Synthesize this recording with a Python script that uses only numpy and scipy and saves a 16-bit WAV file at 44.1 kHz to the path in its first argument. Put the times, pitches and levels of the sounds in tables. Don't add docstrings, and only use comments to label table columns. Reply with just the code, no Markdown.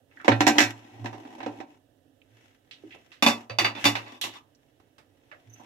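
import sys
import numpy as np
from scipy import signal
from scipy.fft import rfft, irfft, next_fast_len
from scipy.io import wavfile

SR = 44100
rng = np.random.default_rng(int(sys.argv[2]) if len(sys.argv) > 2 else 0)


def transcribe(u):
    v = np.clip(np.atleast_2d(u).T, -1, 1)
    q = np.round(v * 32767).astype(np.int16)
    wavfile.write(sys.argv[1], SR, q)


N = 249553
TIME = np.arange(N) / SR
EDGES = np.geomspace(28, 17000, 33)
CENTRES, WIDTHS = np.sqrt(EDGES[1:] * EDGES[:-1]), np.diff(EDGES)

# (frequency [Hz], level per Hz [dB])
AIR_SPECTRUM = [(18, -42), (30, -12), (71, -13.5), (106, 1), (204, -20.5), (233, -20), (295, 4),
                (336, -12.5), (437, -7.5), (649, -10.5), (1100, -30), (1700, -21.5), (2100, -32),
                (3200, -23.5), (4200, -32.5), (16000, -35.5)]
AIR_DB = -60
# (frequency [Hz], correlation [-1 to 1])
LIKENESS = [(60, 0.95), (280, 0.94), (550, 0.3), (1000, -0.14), (12000, 0.13)]

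# (start [s], length [s], grind level [dB], hiss level [dB])
STROKES = [(0.326, .09, -47, -49.5), (0.452, 0.2, -41, -38.5), (0.636, 0.07, -52, -42),
           (0.707, 0.24, -54, -57.5), (0.927, 0.67, -50.5, -58), (1.652, 0.1, -61, -65.5),
           (3.35, 0.083, -57, -57.5), (3.78, .07, -46, -39.5), (3.96, 0.21, -52.5, -55),
           (4.22, 0.054, -44.5, -47), (4.314, 0.055, -56, -49)]
STROKE_ATTACK_S, STROKE_T60_S = .03, .15
# (middle [s], half length [s], grind level [dB], hiss level [dB])
BRUSHES = [(.2, 0.054, -60, -61.5), (2.428, 0.093, -67.5, -62.5), (2.922, .14, -65.5, -62.5),
           (4.702, .25, -77, -76.5), (5.45, 0.21, -67, -67.5), (5.65, 0.09, -62, -59)]
# (frequency [Hz], level per Hz [dB])
GRIND_SPECTRUM = [(110, -55.5), (180, -22.5), (221, -17), (291, -0.5), (513, -23), (596, -16.5), (706, -8),
                  (954, -12), (1360, -51), (1500, -27.5), (1950, -64.5), (3300, -120)]
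# (frequency [Hz], level per Hz [dB])
HISS_SPECTRUM = [(760, -50), (1300, -9.5), (2150, -5), (2830, -9), (3200, -7.5), (4350, -22), (6030, -15),
                 (8460, -28), (15000, -30.5)]

# (frequency [Hz], level [dB], t60 [s])
KITCHEN_ECHO = [(200, 0.5, 0.26), (1000, -11.5, 0.41), (3000, -17, 0.13), (7000, -20.5, 0.36),
                (14000, -20, .26)]

# (time [s], level [dB], pitch [Hz], width [octaves], t60 [s])
DAMPED_RESONANCES = [(.112, -56.5, 1980, .65, .22), (.172, -38, 1770, .12, 0.06),
                     (.199, -40.5, 1570, 0.43, 0.21), (0.282, -12.5, 536, 0.26, 0.087),
                     (1.462, -25.5, 514, 0.35, 0.085), (2.217, -51, 2630, .28, .033),
                     (2.711, -39, 3090, 0.64, 0.2), (2.837, -36.5, 330, 0.34, 0.11),
                     (2.907, -45.5, 2440, 0.43, .18), (2.922, -42.5, 2530, 0.34, 0.21),
                     (2.948, -43.5, 596, 1.3, 0.11), (3.118, -45.5, 2460, 1.08, 0.28),
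                     (3.496, -37, 570.6, .11, 0.28), (3.618, -29, 370, 0.3, 0.12),
                     (4.214, -25, 3412, .1, 0.26), (4.357, -43.5, 1030, .12, .2),
                     (4.549, -58.5, 5500, 0.29, 0.059), (4.8, -52, 598, 2.6, 0.092),
                     (4.982, -48, 1515, 2, 0.17), (5.315, -40, 1696, 0.73, 0.16),
                     (5.318, -48.5, 603, .22, 0.27), (5.596, -45.5, 816, 0.44, .3),
                     (5.6, -50.5, 290, 0.094, 0.47)]

# (time [s], level [dB], body [dB], hard edge [dB], ring [dB],
# loss per rebound [dB], left minus right [dB])
UNLOCK_BLOWS = [(.246, -33, 4.5, -3.5, -6, 6.5, -4.5), (.280, -12, 6, -11.5, -10, 35, -3.5),
                (.317, -14, -4, -22, 0.5, 23, -9.5), (.406, -14.5, 1, -2.5, 0, 28, -3),
                (.467, -10, 1, 1, 0.5, 7, -8.5), (.477, -15.5, -0.5, 6, 1, 11, -2),
                (.555, -41, 13, -1, 6.5, 2.5, 0), (.583, -7.5, -5.5, -0.5, -8, 9, -4),
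                (.604, -14, -10.5, 3.5, 1.5, 3, -4.5), (1.045, -42.5, 12, -1, -0.5, 24, -3),
                (1.058, -30, 4, -6.5, -2.5, 27, -5), (1.129, -41.5, 10, -6, -9, 4.5, -6.5),
                (1.251, -45.5, 10, -13, -14, 13, -7.5), (1.381, -57, 18.5, 6, 1.5, 12, -8),
                (1.404, -35.5, 4, -22, -8, 35, -4.5), (1.430, -35.5, 2, -14, -16, 35, -3),
                (1.462, -32, 11, -7.5, -0.5, 21, -10), (1.602, -37.5, 9, -8, -3, 18, -5.5)]
# (time [s], level [dB], body [dB], hard edge [dB], ring [dB],
# loss per rebound [dB], left minus right [dB])
COUNTER_BLOWS = [(3.224, -13, 0, 1.5, 0.5, 15.5, -4.5), (3.263, -13.5, 1.5, 1.5, 2, 4.5, -3.5),
                 (3.498, -30.5, -1.5, -12.5, -10.5, 21, -4.5), (3.586, -14, -1.5, -1.5, -2.5, 8, -4.5),
                 (3.647, -14, -3, -11, -9.5, 18, -3), (3.751, -34.5, 2, -10, -5, 0.5, -5),
                 (3.842, -17.5, -6.5, -0.5, -15, 15, 0.5), (3.853, -13.5, -0.5, 2, 0.5, 5.5, -2.5),
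                 (3.953, -20.5, -2, -9, -12.5, 12, -3.5), (4.063, -39.5, -6, -24, -25, 3, -5),
                 (4.213, -30, -9, 14, -17, 14, -5), (4.239, -27.5, -3, 7, -8.5, 17, -2.5)]
REBOUND_S = .011
HELD_T60_S, FREE_T60_S = .12, .17
LIES_FLAT_S = 3.4

# (frequency [Hz], level per Hz [dB])
HELD_COLOUR = [(88, -67.5), (150, -34.5), (297, -5.5), (431, -19.5), (790, -8.5), (888, -5), (1260, -24),
               (1760, -10), (2550, -16), (2810, -22), (3620, -18.5), (4410, -27.5), (5680, -21),
               (7470, -29), (8900, -43.5), (13400, -39.5), (16000, -59.5)]
# (frequency [Hz], level per Hz [dB])
FREE_COLOUR = [(88, -54.5), (150, -25.5), (231, -7), (414, -11), (941, -1.5), (1020, -4), (1500, -9),
               (2600, -2.5), (3220, -25.5), (3550, -0.5), (3840, -13.5), (4760, -15), (6390, -14.5),
               (6910, -20), (8400, -27.5), (12900, -27.5), (16000, -41.5)]
# (frequency [Hz], level [dB], t60 [s])
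HELD_MODES = [(277, -13, .22), (296, -5.5, .22), (572, -17, .2), (728, -18, .18), (770, -12, .2),
              (1364, -21, .2), (1564, -19, .19), (1917, -14, .15), (2490, -19, .19), (2590, -17, .18),
              (4145, -26, .25), (232, -18, .2), (835, -19, .2), (940, -21, .2), (1790, -21, .18),
              (2300, -22, .2), (2837, -22, .18), (3660, -25, .22), (5560, -28, .14), (7300, -32, .13)]
# (frequency [Hz], level [dB], t60 [s])
FREE_MODES = [(233, -13.5, .32), (288, -13, .25), (572, -20, .16), (830, -15, .13), (1012, -18, .17),
              (1141, -17, .2), (2439, -18, .15), (2595, -16, .2), (2875, -15, .2), (3524, -8, .14),
              (3650, -14, .14), (4649, -19, .16), (2019, -19, .15), (2200, -19, .15), (4200, -23, .17),
              (4980, -24, .17), (5265, -25, .16), (5510, -23, .15), (5986, -26, .15), (6780, -28, .16),
              (7700, -30, .17), (10800, -32, .15), (13200, -32, .15)]

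# (time [s], level [dB], push length [s])
FLEX_PUSHES = [(0.282, -19.5, 0.046), (0.594, -33.5, 0.068), (0.91, -45.5, 0.056), (0.986, -31.5, 0.051),
               (1.4, -45.5, 0.099), (2.3, -55.5, 0.051), (2.837, -58, 0.031), (3.247, -36.5, 0.012),
               (3.501, -35.5, 0.017), (3.597, -33.5, 0.045), (3.832, -28.5, 0.045), (4.22, -49.5, 0.04),
               (5.459, -46, 0.032)]
FLEX_HZ, FLEX_T60_S = 112, .48

# (time [s], level [dB])
VALVE_KNOCKS = [(3.497, -33.5), (3.586, -16), (3.645, -20.5), (3.855, -20.5)]
# (frequency [Hz], level [dB], t60 [s])
VALVE_MODES = [(2600, -7, .13), (4649, -5, .14), (4735, -12, .12), (6050, -17, .12)]

# (middle [s], level [dB], half length [s])
SQUEAKS = [(5.506, -55, 0.0069), (5.541, -46, 0.0085), (5.595, -58.5, 0.017)]
SQUEAK_HZ = 6120

CUTOFF_HZ = 15700


def from_db(db):
    return 10 ** (np.asarray(db) / 20)


def fall(seconds, t60):
    return np.exp(-np.log(1000) * seconds / max(t60, 1e-3))


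def rms_one(x):
    return x / np.sqrt(np.mean(x ** 2) + 1e-20)


def at_hz(points, hz, axis=1):
    points = np.array(points)
    return np.interp(np.log(hz), np.log(points[:, 0]), points[:, axis])


def band_shares(spectrum):
    inside = (CENTRES > spectrum[0][0]) & (CENTRES < spectrum[-1][0])
    power = from_db(at_hz(spectrum, CENTRES)) ** 2 * WIDTHS * inside
    return power / power.sum()


def sides(pan_db):
    balance = from_db(np.array([pan_db, -pan_db]) / 2)
    return balance / np.sqrt(np.cosh(pan_db * np.log(10) / 10))


def linger(power, t60):
    r = fall(1 / SR, t60) ** 2
    return signal.lfilter([1 - r], [1, -r], power + 1e-20)


def add_air(power):
    level = from_db(AIR_DB) ** 2
    power += (level * np.outer(band_shares(AIR_SPECTRUM), sides(-9.0) ** 2))[:, :, None]


def crowded_noise(ripple_db=3.0, spacing_hz=40):
    size = next_fast_len(N)
    hz = np.arange(size // 2 + 1) * SR / size
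    heights = rng.standard_normal(4096)
    ripple = np.interp(hz / spacing_hz, np.arange(len(heights)), heights)
    comb = from_db(ripple_db * ripple * hz / (hz + 500))
    noises = rfft(rng.standard_normal((2, 2, size)))
    return irfft(noises * comb, size)[..., :N]


def dense_field(power):
    out, crowd = np.zeros((2, N)), crowded_noise()
    for k, hz in enumerate(CENTRES):
        band = signal.butter(2, EDGES[k:k + 2], "band", fs=SR, output="sos")
        mid, side = signal.sosfilt(band, crowd[k % 2])
        alike = np.clip(at_hz(LIKENESS, hz), -1, 1)
        pair = np.sqrt(1 + alike) * mid + np.sqrt(1 - alike) * side * [[1], [-1]]
        r = np.exp(-8 * hz / SR)
        swell = signal.lfilter([(1 - r) ** 2], [1, -2 * r, r * r], np.sqrt(power[k]))
        out += swell * rms_one(pair)
    return out


def friction():
    shapes = []
    for start, length, *_ in STROKES:
        attack = np.clip((TIME - start) / STROKE_ATTACK_S, 0, 1)
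        shapes.append(attack * fall(np.maximum(TIME - start - length, 0), STROKE_T60_S))
    for middle, half, *_ in BRUSHES:
        shapes.append(np.exp(-.5 * ((TIME - middle) / half) ** 2))
    strengths = from_db(np.array(STROKES + BRUSHES)[:, 2:].T)
    return np.sqrt(strengths ** 2 @ (np.array(shapes) + 1e-9) ** 2)


def add_sliding(power, slips_per_s=90, spread_db=4.5, slip_t60=.05):
    grind, hiss = friction()
    breaks_away = rng.random(N) < slips_per_s / SR
    jerk_db = spread_db * np.minimum(rng.exponential(1, N), 3)
    grain = linger(breaks_away * from_db(jerk_db) ** 2, slip_t60)
    grain = .5 + .5 * grain / grain.mean()
    for spectrum, level in ((GRIND_SPECTRUM, grind), (HISS_SPECTRUM, hiss)):
        power += np.outer(band_shares(spectrum), grain * level ** 2)[:, None]


def add_kitchen(power):
    for k, hz in enumerate(CENTRES):
        gain, t60 = from_db(at_hz(KITCHEN_ECHO, hz)), at_hz(KITCHEN_ECHO, hz, axis=2)
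        power[k] += gain ** 2 * linger(power[k].mean(axis=0), t60)


def add_decay(power, s, strength, t60, pan_db):
    at = round(s * SR)
    decay = fall(TIME[:min(SR // 3, N - at)], t60) ** 2
    power[:, :, at:at + len(decay)] += np.outer(strength, sides(pan_db) ** 2)[:, :, None] * decay


def add_damped_resonances(power, skirt=4.8, pan_db=-6.5):
    for s, db, hz, octaves, t60 in DAMPED_RESONANCES:
        hump = (1 + (np.log2(CENTRES / hz) / octaves) ** 2 / 2) ** -skirt
        add_decay(power, s, from_db(db) ** 2 * hump / hump.sum(), t60, pan_db)


def chatter(blows, t60, count=4):
    touches = []
    for s, db, body_db, edge_db, ring_db, loss_db, pan_db in blows:
        for k in range(count):
            touch_db = db - k * max(loss_db, 0)
            touches.append((s + k * REBOUND_S, touch_db, body_db, edge_db, ring_db, t60, pan_db))
    return touches


def contact_gain(blow, hz, body_hz=750, middle_hz=1700, upper_hz=3600, edge_hz=7000):
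    s, level_db, body_db, edge_db, *_ = blow
    tilt = [(body_hz, body_db), (middle_hz, 0), (upper_hz, 0), (edge_hz, edge_db)]
    return from_db(level_db + at_hz(tilt, hz))


def add_clatter(power, blows, colour, level_db):
    for blow in blows:
        s, *_, t60, pan_db = blow
        gain = from_db(level_db) * contact_gain(blow, CENTRES)
        add_decay(power, s, band_shares(colour) * gain ** 2, t60, pan_db)


def cracks(blows, level_db=-3.5, t60=0.024, low_hz=600, bright_hz=4000, lag_s=0.00035):
    out, age = np.zeros((2, N)), TIME[:SR // 40]
    for s, blow_db, body_db, edge_db, *_, pan_db in blows:
        top_hz = np.clip(bright_hz * from_db(edge_db / 2), 1500, 12000)
        band = signal.butter(3, [low_hz, top_hz], "band", fs=SR, output="sos")
        burst = signal.sosfilt(band, rng.standard_normal(len(age)) * fall(age, t60))
        burst = burst * from_db(blow_db + level_db) * np.sqrt(SR / 2 / top_hz)
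        for channel, at in enumerate((round(s * SR), round((s + lag_s) * SR))):
            out[channel, at:at + len(age)] += sides(pan_db)[channel] * burst
    return out


def ringing(blows, modes, level_db, spread_db=2.5, lead_rad=1.5, shade_hz=1000, detune=0.0021):
    out, (hz, mode_db, t60) = np.zeros((2, N)), np.transpose(modes)
    age = TIME[:SR // 2]
    rings = []
    for f, t in zip(hz, t60):
        build_up = 1 - np.exp(-(f * age) ** 2)
        rings.append(build_up * fall(age, t) * np.exp(2j * np.pi * f * age))
    rings = np.array(rings)
    lead = np.array([np.exp(1j * lead_rad * hz / (hz + shade_hz)), np.ones(len(hz))])
    for blow in blows:
        s, *_, ring_db, clatter_t60, pan_db = blow
        at = round(s * SR)
        uneven_db = spread_db * rng.standard_normal(len(hz))
        strength = contact_gain(blow, hz) * from_db(level_db + ring_db + mode_db + uneven_db)
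        phase = np.exp(2j * np.pi * rng.random(len(hz)))
        shade = sides(pan_db * hz / (hz + shade_hz))
        sound = ((shade * lead * strength * phase) @ rings).real
        pinch = 1 + detune * rng.standard_normal()
        sound = np.array([np.interp(age * pinch, age, channel) for channel in sound])
        out[:, at:at + len(age)] += sound[:, :N - at]
    return out


def flexing(pan_db=-4.5):
    swing_power = np.zeros(N)
    for s, db, push in FLEX_PUSHES:
        age = np.maximum(TIME - s, 0)
        release = fall(np.maximum(age - push, 0), FLEX_T60_S)
        swing_power += (from_db(db) * np.minimum(age / push, 1) * release) ** 2
    hum = np.sqrt(swing_power) * np.sin(2 * np.pi * FLEX_HZ * TIME)
    return sides(pan_db)[:, None] * hum


def rubbed_ring(modes, start, end, level_db, width_hz=45, split_hz=1300):
    grind, hiss = friction()
    hz = np.arange(N // 2 + 1) * SR / N
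    peaks = sum(from_db(db) / (1 + ((hz - f) / width_hz * 2) ** 2) for f, db, t60 in modes)
    drive = rfft(rng.standard_normal((2, N))) * peaks
    low = rms_one(irfft(drive * (hz > 400) * (hz < split_hz), N))
    high = rms_one(irfft(drive * (hz > split_hz), N))
    touching = np.clip(np.minimum(TIME - start, end - TIME) / 0.058, 0, 1)
    return from_db(level_db) * touching * (low * grind + high * hiss)


def valve_weight(pan_db=-2.0):
    knocks = [(s, db, 0, 0, 0, 0, pan_db) for s, db in VALVE_KNOCKS]
    return ringing(knocks, VALVE_MODES, level_db=1.5)


def squeak(width_hz=260, pan_db=-10.0, octave_db=-12.5):
    edges = [SQUEAK_HZ - width_hz / 2, SQUEAK_HZ + width_hz / 2]
    band = signal.butter(2, edges, "band", fs=SR, output="sos")
    level = sum(from_db(db) * np.exp(-.5 * ((TIME - s) / half) ** 2) for s, db, half in SQUEAKS)
    whistle = rms_one(signal.sosfilt(band, rng.standard_normal((2, N))))
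    octave = rms_one(np.gradient(whistle ** 2, axis=1))
    return sides(pan_db)[:, None] * level * (whistle + from_db(octave_db) * octave)


def scene():
    held, free = chatter(UNLOCK_BLOWS, HELD_T60_S), chatter(COUNTER_BLOWS, FREE_T60_S)
    power = np.zeros((len(CENTRES), 2, N), np.float32)
    add_clatter(power, held, HELD_COLOUR, level_db=0.7)
    add_clatter(power, free, FREE_COLOUR, level_db=-1.5)
    add_damped_resonances(power)
    add_sliding(power)
    add_kitchen(power)
    add_air(power)

    landing = [blow for blow in free if blow[0] < LIES_FLAT_S]
    flat = [blow for blow in free if blow[0] >= LIES_FLAT_S]
    rings = ringing(held, HELD_MODES, level_db=1.0)
    rings += ringing(landing, FREE_MODES, level_db=3.0)
    rings += ringing(flat, FREE_MODES[1:], level_db=3.0)
    valve = valve_weight()
    rubbed = rubbed_ring(HELD_MODES, 0.66, 1.85, level_db=-8.5)
    rubbed += rubbed_ring(FREE_MODES, 4.0, 4.44, level_db=-2.5)
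    return dense_field(power) + rings + valve + rubbed + cracks(held + free) + flexing() + squeak()


def record(dry):
    loud = np.clip(dry, -.92, .92)
    return signal.sosfilt(signal.ellip(10, .1, 80, CUTOFF_HZ, fs=SR, output="sos"), loud)


dry = scene()
out = record(dry)
transcribe(out)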